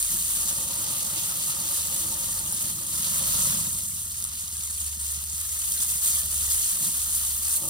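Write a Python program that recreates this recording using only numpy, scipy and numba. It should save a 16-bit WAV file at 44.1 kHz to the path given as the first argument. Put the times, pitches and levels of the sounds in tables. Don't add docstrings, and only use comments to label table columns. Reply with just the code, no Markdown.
import sys
import numpy as np
from scipy import signal
from scipy.fft import rfft, irfft, next_fast_len
from scipy.io import wavfile
from scipy.ndimage import uniform_filter1d
from numba import njit

SR = 44100
rng = np.random.default_rng(int(sys.argv[2]) if len(sys.argv) > 2 else 0)


def master(y):
    cut = np.clip(np.atleast_2d(y).T, -1, 1)
    pcm = np.round(cut * 32767)
    wavfile.write(sys.argv[1], SR, pcm.astype(np.int16))


N = 339129

# (time [s], level [dB])
FRYING = [(0.0, -28), (0.04, -28.5), (0.08, -30), (0.41, -29.5), (0.47, -32), (0.49, -27), (0.51, -30.5),
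          (0.62, -33.5), (0.81, -31.5), (0.9, -33), (1.3, -32.5), (1.35, -34), (1.48, -31.5), (1.56, -33.5),
          (1.73, -31), (1.88, -33), (1.97, -30), (2.05, -31.5), (2.7, -33), (2.74, -36), (3.25, -29),
          (3.53, -26.5), (3.7, -30.5), (3.92, -35.5), (3.98, -32.5), (4.0, -35), (4.26, -37), (4.32, -39.5),
          (4.35, -37.5), (4.65, -33.5), (4.67, -34.5), (4.88, -31.5), (4.99, -37), (5.01, -33), (5.31, -36),
          (5.78, -29.5), (5.83, -25.5), (5.85, -30.5), (5.91, -28), (6.0, -32.5), (6.04, -27.5),
          (6.19, -26.5), (6.28, -32), (6.38, -29.5), (6.47, -30.5), (6.51, -26), (6.75, -29.5),
          (6.79, -32.5), (6.87, -28), (6.94, -31), (7.28, -31), (7.41, -33.5), (7.45, -29), (7.56, -28),
          (7.6, -34), (7.69, -34)]


def undb(db):
    return 10 ** (np.asarray(db) / 20)


def unit(x):
    return x / np.sqrt(np.mean(x ** 2))


def curves(table, s):
    t, *columns = np.transpose(table)
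    return [np.interp(s, t, c) for c in columns]


def walk(rate):
    k = int(SR / rate)
    held = np.repeat(rng.standard_normal(N // k + 1), k)
    level = uniform_filter1d(uniform_filter1d(held, k), k)[:N]
    return unit(level - uniform_filter1d(level, size=4 * k))


def shaped(x, response):
    size = next_fast_len(N)
    f = np.arange(size // 2 + 1) * SR / size
    return irfft(rfft(x, size) * response(f), size)[:N]


def peak(f, hz, width):
    return 1j * f * width / (hz ** 2 - f ** 2 + 1j * f * width)


def thinned(x, hz):
    return shaped(x, lambda f: (1j * f / (hz + 1j * f)) ** 2)


def swells(s, start, length, db, rise, fall):
    total = 0
    for begin, hold, level_db in zip(start, length, db):
        before = np.maximum(begin - s, 0)
        after = np.maximum(s - begin - hold, 0)
        total = total + undb(level_db - rise * before - fall * after)
    return total


@njit
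def pops(size, start, hz, cycles, gain, turn):
    out = np.zeros(size)
    for k in range(len(start)):
        step = np.exp((2j * np.pi - 1 / cycles) * hz[k] / SR)
        z = gain[k] * np.exp(2j * np.pi * turn[k])
        for i in range(start[k], min(size, start[k] + int(5 * cycles * SR / hz[k]))):
            out[i] += z.real
            z *= step
    return out


def drones(tone_db, rumble_db):
    # (time [s], main tone [dB], upper tone [dB])
    engine = [(0.0, -61, -70), (0.47, -50, -67), (0.66, -47.5, -71), (0.79, -72, -54.5), (1.65, -70, -65),
              (1.8, -49.5, -60), (2.4, -58.5, -53), (3.28, -46, -57), (3.68, -51, -51), (3.75, -56, -48.5),
              (5.15, -41, -60.5), (5.4, -47.5, -49), (5.76, -50, -64), (6.49, -40.5, -48), (6.77, -57, -74),
              (7.05, -46, -60), (7.52, -44.5, -56), (7.69, -56, -68)]
    engine_hz = [79, 98.7]
    waver_hz = [0.1, 0.69]
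    # (time [s], length [s], level [dB], pitch [Hz])
    deep_thrums = [(0, 0.35, -47.5, 46.7), (2.16, 0.21, -50, 46.7), (3.3, .06, -47, 46.7),
                   (4.0, .4, -60, 38), (5.45, 0.14, -53, 54), (6.3, 0.4, -52, 37), (7.0, 0.34, -53, 36.5)]
    sag_per_s = .0165
    s = np.arange(N) / SR

    def tone(hz, waver):
        return np.sin(2 * np.pi * np.cumsum(hz + waver * walk(14.0)) / SR)

    tones = sum(undb(db) * tone(hz * (1 - sag_per_s * s), waver)
                for db, hz, waver in zip(curves(engine, s), engine_hz, waver_hz))
    thrum = sum(swells(s, [start], [length], [db], rise=116, fall=35) * tone(hz, 2.0)
                for start, length, db, hz in deep_thrums)
    rumble = [unit(shaped(noise, lambda f: peak(f, 66, 38) * peak(f, 78, 81)))
              for noise in rng.standard_normal((2, N))]
    return undb(tone_db) * (tones + thrum) * np.array([[1], [-.3]]) + undb(rumble_db) * np.array(rumble)


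def wind():
    # (time [s], length [s], level [dB])
    gust_table = [(.32, .03, -55), (0.677, .04, -51), (5.4, .05, -63), (5.698, .05, -58), (5.9, .03, -58),
                  (7.64, .05, -53)]
    hz, width_hz, edge_db_per_s = 90, 140, 300
    gusts = swells(np.arange(N) / SR, *np.transpose(gust_table), edge_db_per_s, edge_db_per_s)
    thuds = [unit(shaped(noise, lambda f: peak(f, hz, width_hz) ** 2))
             for noise in rng.standard_normal((2, N))]
    return gusts * np.array(thuds)


def hood(noise, modes):
    def response(f):
        return sum((-1) ** k * undb(db) * peak(f, hz, width) ** 2
                   for k, (hz, width, db) in enumerate(modes))
    return unit(shaped(noise, response))


def flames():
    # (time [s], roar [dB], box mode against the roar [dB], upper modes against the roar [dB])
    fire = [(0, -71, -4, 5), (.3, -52, -10, -6), (.6, -47, -8.5, 0.5), (1.4, -49.5, -10, -1),
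            (1.9, -52, -6, 2), (2.4, -47.5, -10, -2.5), (2.8, -46.5, -9.5, -10), (3.1, -46, -15, -3.5),
            (3.35, -42.5, -21.5, -2), (3.55, -37, -18.5, -9), (3.95, -54, -17, -10), (4.6, -60.5, -21, -7),
            (5.5, -62.5, -18, -4.5), (6.2, -55, -9.5, -1), (6.7, -56.5, -12.5, -6), (7.2, -57, -13.5, -4),
            (7.5, -56.5, -10, -0.5), (7.69, -51, -3, 5)]
    # (time [s], length [s], roar [dB])
    flares = [(0.128, 0.022, -46.5), (2.086, 0.0098, -49), (6.811, 0.07, -48), (7.627, .07, -51)]
    # (pitch [Hz], width [Hz], level [dB])
    low_modes = [(112, 60, -4), (160.5, 77, 3), (219.8, 86, -5.5)]
    # (pitch [Hz], width [Hz], level [dB])
    box_mode = [(327, 49, 0)]
    # (pitch [Hz], width [Hz], level [dB])
    upright_modes = [(554, 126, -2), (892, 200, -1.5), (1203, 120, -1.5)]
    # (pitch [Hz], width [Hz], level [dB])
    flat_modes = [(560, 110, -1), (976, 300, -3), (1324, 200, -1)]
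    puff_box_db, puff_upper_db = -11, -9
    lies_s, lifts_s, turn_s = 2.86, 4.3, .071

    s = np.arange(N) / SR
    roar_db, box_db, upper_db = curves(fire, s)
    puffs = swells(s, *np.transpose(flares), rise=306, fall=211)
    low = undb(roar_db) + puffs
    box = undb(roar_db + box_db) + undb(puff_box_db) * puffs
    upper = undb(roar_db + upper_db) + undb(puff_upper_db) * puffs
    lying = np.clip(np.minimum(s - lies_s, lifts_s - s) / turn_s, 0, 1)
    flutter_db = .9 * walk(18) + 1.5 * walk(45)

    def roar(noise):
        upright_ring = (1 - lying) * hood(noise, upright_modes)
        lying_ring = lying * hood(noise, flat_modes)
        return low * hood(noise, low_modes) - box * hood(noise, box_mode) + upper * (upright_ring + lying_ring)

    return np.array([roar(noise) for noise in rng.standard_normal((2, N)) * undb(flutter_db)])


def thumps(loss_db):
    # (time [s], peak [dB], pitch [Hz])
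    knocks = [(4.061, -45, 202), (4.341, -47, 223), (4.436, -42, 165), (4.528, -48, 199), (4.595, -42, 153),
              (4.822, -47, 175), (4.972, -41, 170), (5.174, -43, 149), (5.233, -48, 143), (5.334, -41, 157),
              (5.713, -47, 180), (5.798, -42.5, 179), (5.954, -46, 151), (6.168, -50, 162),
              (6.275, -45, 143), (7.04, -50, 144), (7.392, -45, 199)]
    s, db, hz = np.transpose(knocks)
    return pops(N, (s * SR).astype(np.int64), hz, 1.14, undb(db + loss_db), np.full(s.size, 3 / 4))


def colour(f):
    # (frequency [Hz], relative density [dB per Hz])
    sizzle = [(300, -36), (700, -28), (950, -19), (1500, -13), (2000, -19.5), (3000, -12), (4500, -10.5),
              (5500, -11), (6500, -3), (8000, -1), (10000, 0), (12000, -5.5), (14000, -6), (16000, -11)]
    hz, db = np.transpose(sizzle)
    return undb(np.interp(np.log(f + 1), np.log(hz), db))


def crackle(count, cycles, spread_db, most_db):
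    heat_follow = .6
    when, pitch, luck, turn = rng.random((count, 4)).T
    start = (when * N).astype(np.int64)
    heat_db = curves(FRYING, start / SR)[0]
    db = np.mean(heat_db) + heat_follow * (heat_db - np.mean(heat_db))
    db += np.minimum(-spread_db * np.log(1 - luck), most_db)
    clicks = pops(N, start, 4000 + 9000 * pitch, cycles, undb(db), turn)
    return shaped(clicks, lambda f: np.sqrt(colour(f)))


def blips(count, cycles, spread_db, most_db):
    when, pitch, luck, turn = rng.random((count, 4)).T
    start = (when * N).astype(np.int64)
    hz = 1500 * 4 ** pitch
    db = curves(FRYING, start / SR)[0] + np.minimum(-spread_db * np.log(1 - luck), most_db)
    gain = undb(db) * colour(hz)
    return np.array([pops(N, start[k::2], hz[k::2], cycles, gain[k::2], turn[k::2]) for k in range(2)])


def spits(cycles, loss_db, thin_hz, body_thin_hz, body_cycles, count):
    # (time [s], peak [dB], body against the peak [dB])
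    drop_table = [(0.0263, -8, -22), (0.0454, -15, -26), (0.1394, -16, -24), (0.3506, -13, -23),
                  (0.4134, -15, -19), (0.4903, -15, -19), (0.7384, -16, -19), (1.1598, -17, -23),
                  (2.3924, -17, -27), (2.5237, -12, -30), (2.5279, -16, -30), (2.5456, -17, -22),
                  (2.7854, -21, -7), (2.8674, -18, -19), (3.1427, -15, -14), (3.1807, -11, -19),
                  (3.5064, -13, -20), (3.7853, -16, -27), (3.8354, -21, -24), (3.921, -22, -26),
                  (4.0173, -21, -30), (4.0542, -19, -30), (4.1174, -19, -27), (4.2009, -19, -25),
                  (4.2233, -15, -20), (4.2403, -11, -35), (4.2488, -15, -13), (4.2858, -22, -12),
                  (4.4797, -19, -18), (4.5675, -17, -23), (4.6344, -19, -19), (4.781, -18, -22),
                  (4.805, -19, -21), (4.8633, -17, -23), (5.2375, -20, -25), (5.3797, -19, -30),
                  (5.4001, -17, -23), (5.5263, -18, -24), (5.7204, -12, -27), (5.7384, -14, -30),
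                  (6.0484, -13, -28), (6.135, -16, -19), (6.1559, -10, -27), (6.192, -14, -27),
                  (6.771, -19, -10)]
    crack_hz, scatter, lag_s = 9600, .15, .0012
    patter_s, patter_db = .0018, -5
    snap_cycles, snap_db = .6, 2
    s, db, body_db = np.transpose(drop_table)
    late, bend = rng.random((len(s), count)), rng.standard_normal((len(s), count))
    touch = ((s + lag_s) * SR).astype(np.int64)
    touch_turn = np.full(s.size, 3 / 4)
    body = sum(pops(N, touch, np.full(s.size, hz), body_cycles, undb(db + body_db + ring_db), touch_turn)
               for hz, ring_db in [(1250., -4), (4000., 2)])

    follows = np.arange(count) > 0
    hz = crack_hz * (1 + scatter * np.clip(bend, -2, 3))
    each_s = s[:, None] + lag_s - follows * patter_s * np.log(1 - late)
    each_db = db[:, None] + follows * patter_db
    start = (each_s.ravel() * SR).astype(np.int64)
    crack = pops(N, start, hz.ravel(), cycles, undb(each_db.ravel() + loss_db), np.full(start.size, 3 / 4))
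    snap = pops(N, touch, hz[:, 0].copy(), snap_cycles, undb(db + loss_db + snap_db), touch_turn)
    return thinned(crack + snap, thin_hz) + thinned(body, body_thin_hz)


def bubbles(count, cycles, spread_db, most_db, patchy_db):
    size_hz = [4860, 7400, 12900]
    # (time [s], big bubbles [dB], finest bubbles [dB])
    lead_table = [(0, -2, 2.5), (.6, 2, 1.5), (1.2, 5, 3.5), (2.5, -0.5, 1.5), (3, 4, 4.5), (3.5, 1, 0.5),
                  (3.9, -6, 0.5), (4.3, 2.5, 1), (4.7, -4, -2), (5.3, 0.5, 1), (5.8, -3.5, 2),
                  (6.3, -1.5, 1.5), (6.8, -1, 2.5), (7.3, 0, 4), (7.69, -4, 4.5)]
    big_follow, fine_follow = .99, 1
    sputter_db_per_db = .065

    when, pitch, luck, turn = rng.random((count, 4)).T
    start = (when * N).astype(np.int64)
    hz = 300 + 17500 * pitch
    middle_db = curves(FRYING, start / SR)[0]
    place = np.interp(hz, size_hz, [-1, 0, 1])
    follow = 1 + np.abs(place) * (np.where(place < 0, big_follow, fine_follow) - 1)
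    db = np.mean(middle_db) + follow * (middle_db - np.mean(middle_db))
    db += np.abs(place) * np.where(place < 0, *curves(lead_table, start / SR))

    groups = np.array([walk(20) for _ in range(9)])
    surge = 4 * walk(9) + 3 * walk(40)
    db += patchy_db * surge[start]
    db += 1.2 * groups[(pitch * len(groups)).astype(int), start]
    db += sputter_db_per_db * (np.max(middle_db) - middle_db) * walk(130)[start]

    loudness = undb(np.minimum(-spread_db * np.log(1 - luck), most_db))
    gain = unit(loudness) * np.sqrt(hz / SR) * undb(db)
    patches = [pops(N, start[k::2], hz[k::2], cycles, gain[k::2], turn[k::2]) for k in range(2)]
    return np.array([shaped(patch, colour) for patch in patches])


def ports(near, aside):
    # (frequency [Hz], right leads [rad], likeness [0-1], left minus right [dB])
    port_table = [(0, 0, .9, -.5), (150, 0, .97, -1.4), (300, .15, .82, -1.8), (600, -.7, .9, .3),
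                  (1000, -1.7, .75, 6), (1300, -1.3, .9, -.3), (1490, -3.1, .97, -.5),
                  (1600, -3.4, .9, -1.2), (2000, -4.2, .6, 3.5), (2400, -3.2, .85, .1),
                  (3300, -4.5, .2, 1.2), (4400, -6.5, .6, .3), (5200, -6.3, .2, -2.2),
                  (5900, -4.55, .6, -2.6), (7000, -3.06, .7, .3), (9000, -.35, .92, 0),
                  (11600, 3.16, .995, 0), (16000, 9.16, .78, 0)]
    hz, lead, likeness, pan_db = np.transpose(port_table)

    def share(f):
        return (1 + np.clip(np.interp(f, hz, likeness), 0, 1)) / 2

    def shift(f, side):
        level = undb(np.interp(f, hz, pan_db) / 2)
        return (level * np.exp(-.5j * np.interp(f, hz, lead))) ** side

    def port(side):
        alike = shaped(near, lambda f: shift(f, side) * np.sqrt(share(f)))
        opposed = shaped(aside, lambda f: shift(f, side) * np.sqrt(1 - share(f)))
        return alike + side * opposed

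    return np.array([port(side) for side in (1, -1)])


def scene():
    background = drones(tone_db=3.5, rumble_db=-52.5)
    fire = flames()
    rings = undb(2.5) * blips(count=2500, cycles=11.4, spread_db=2.0, most_db=10)
    fat = undb(17) * bubbles(count=200000, cycles=1.75, spread_db=1.6, most_db=6, patchy_db=.16)
    near, aside = fat + rings + fire + background
    needles = undb(13.0) * crackle(count=2000, cycles=.7, spread_db=2.2, most_db=7)
    drops = spits(cycles=2.5, loss_db=2.5, thin_hz=3500, body_thin_hz=700, body_cycles=2.2, count=6)
    return ports(near + needles + drops + thumps(loss_db=3.0), aside) + wind()


def record(dry):
    dry = signal.sosfilt(signal.butter(2, 35, "high", fs=SR, output="sos"), dry)
    return signal.sosfilt(signal.ellip(12, .2, 80, 15800, fs=SR, output="sos"), dry)


dry = scene()
out = record(dry)
master(out)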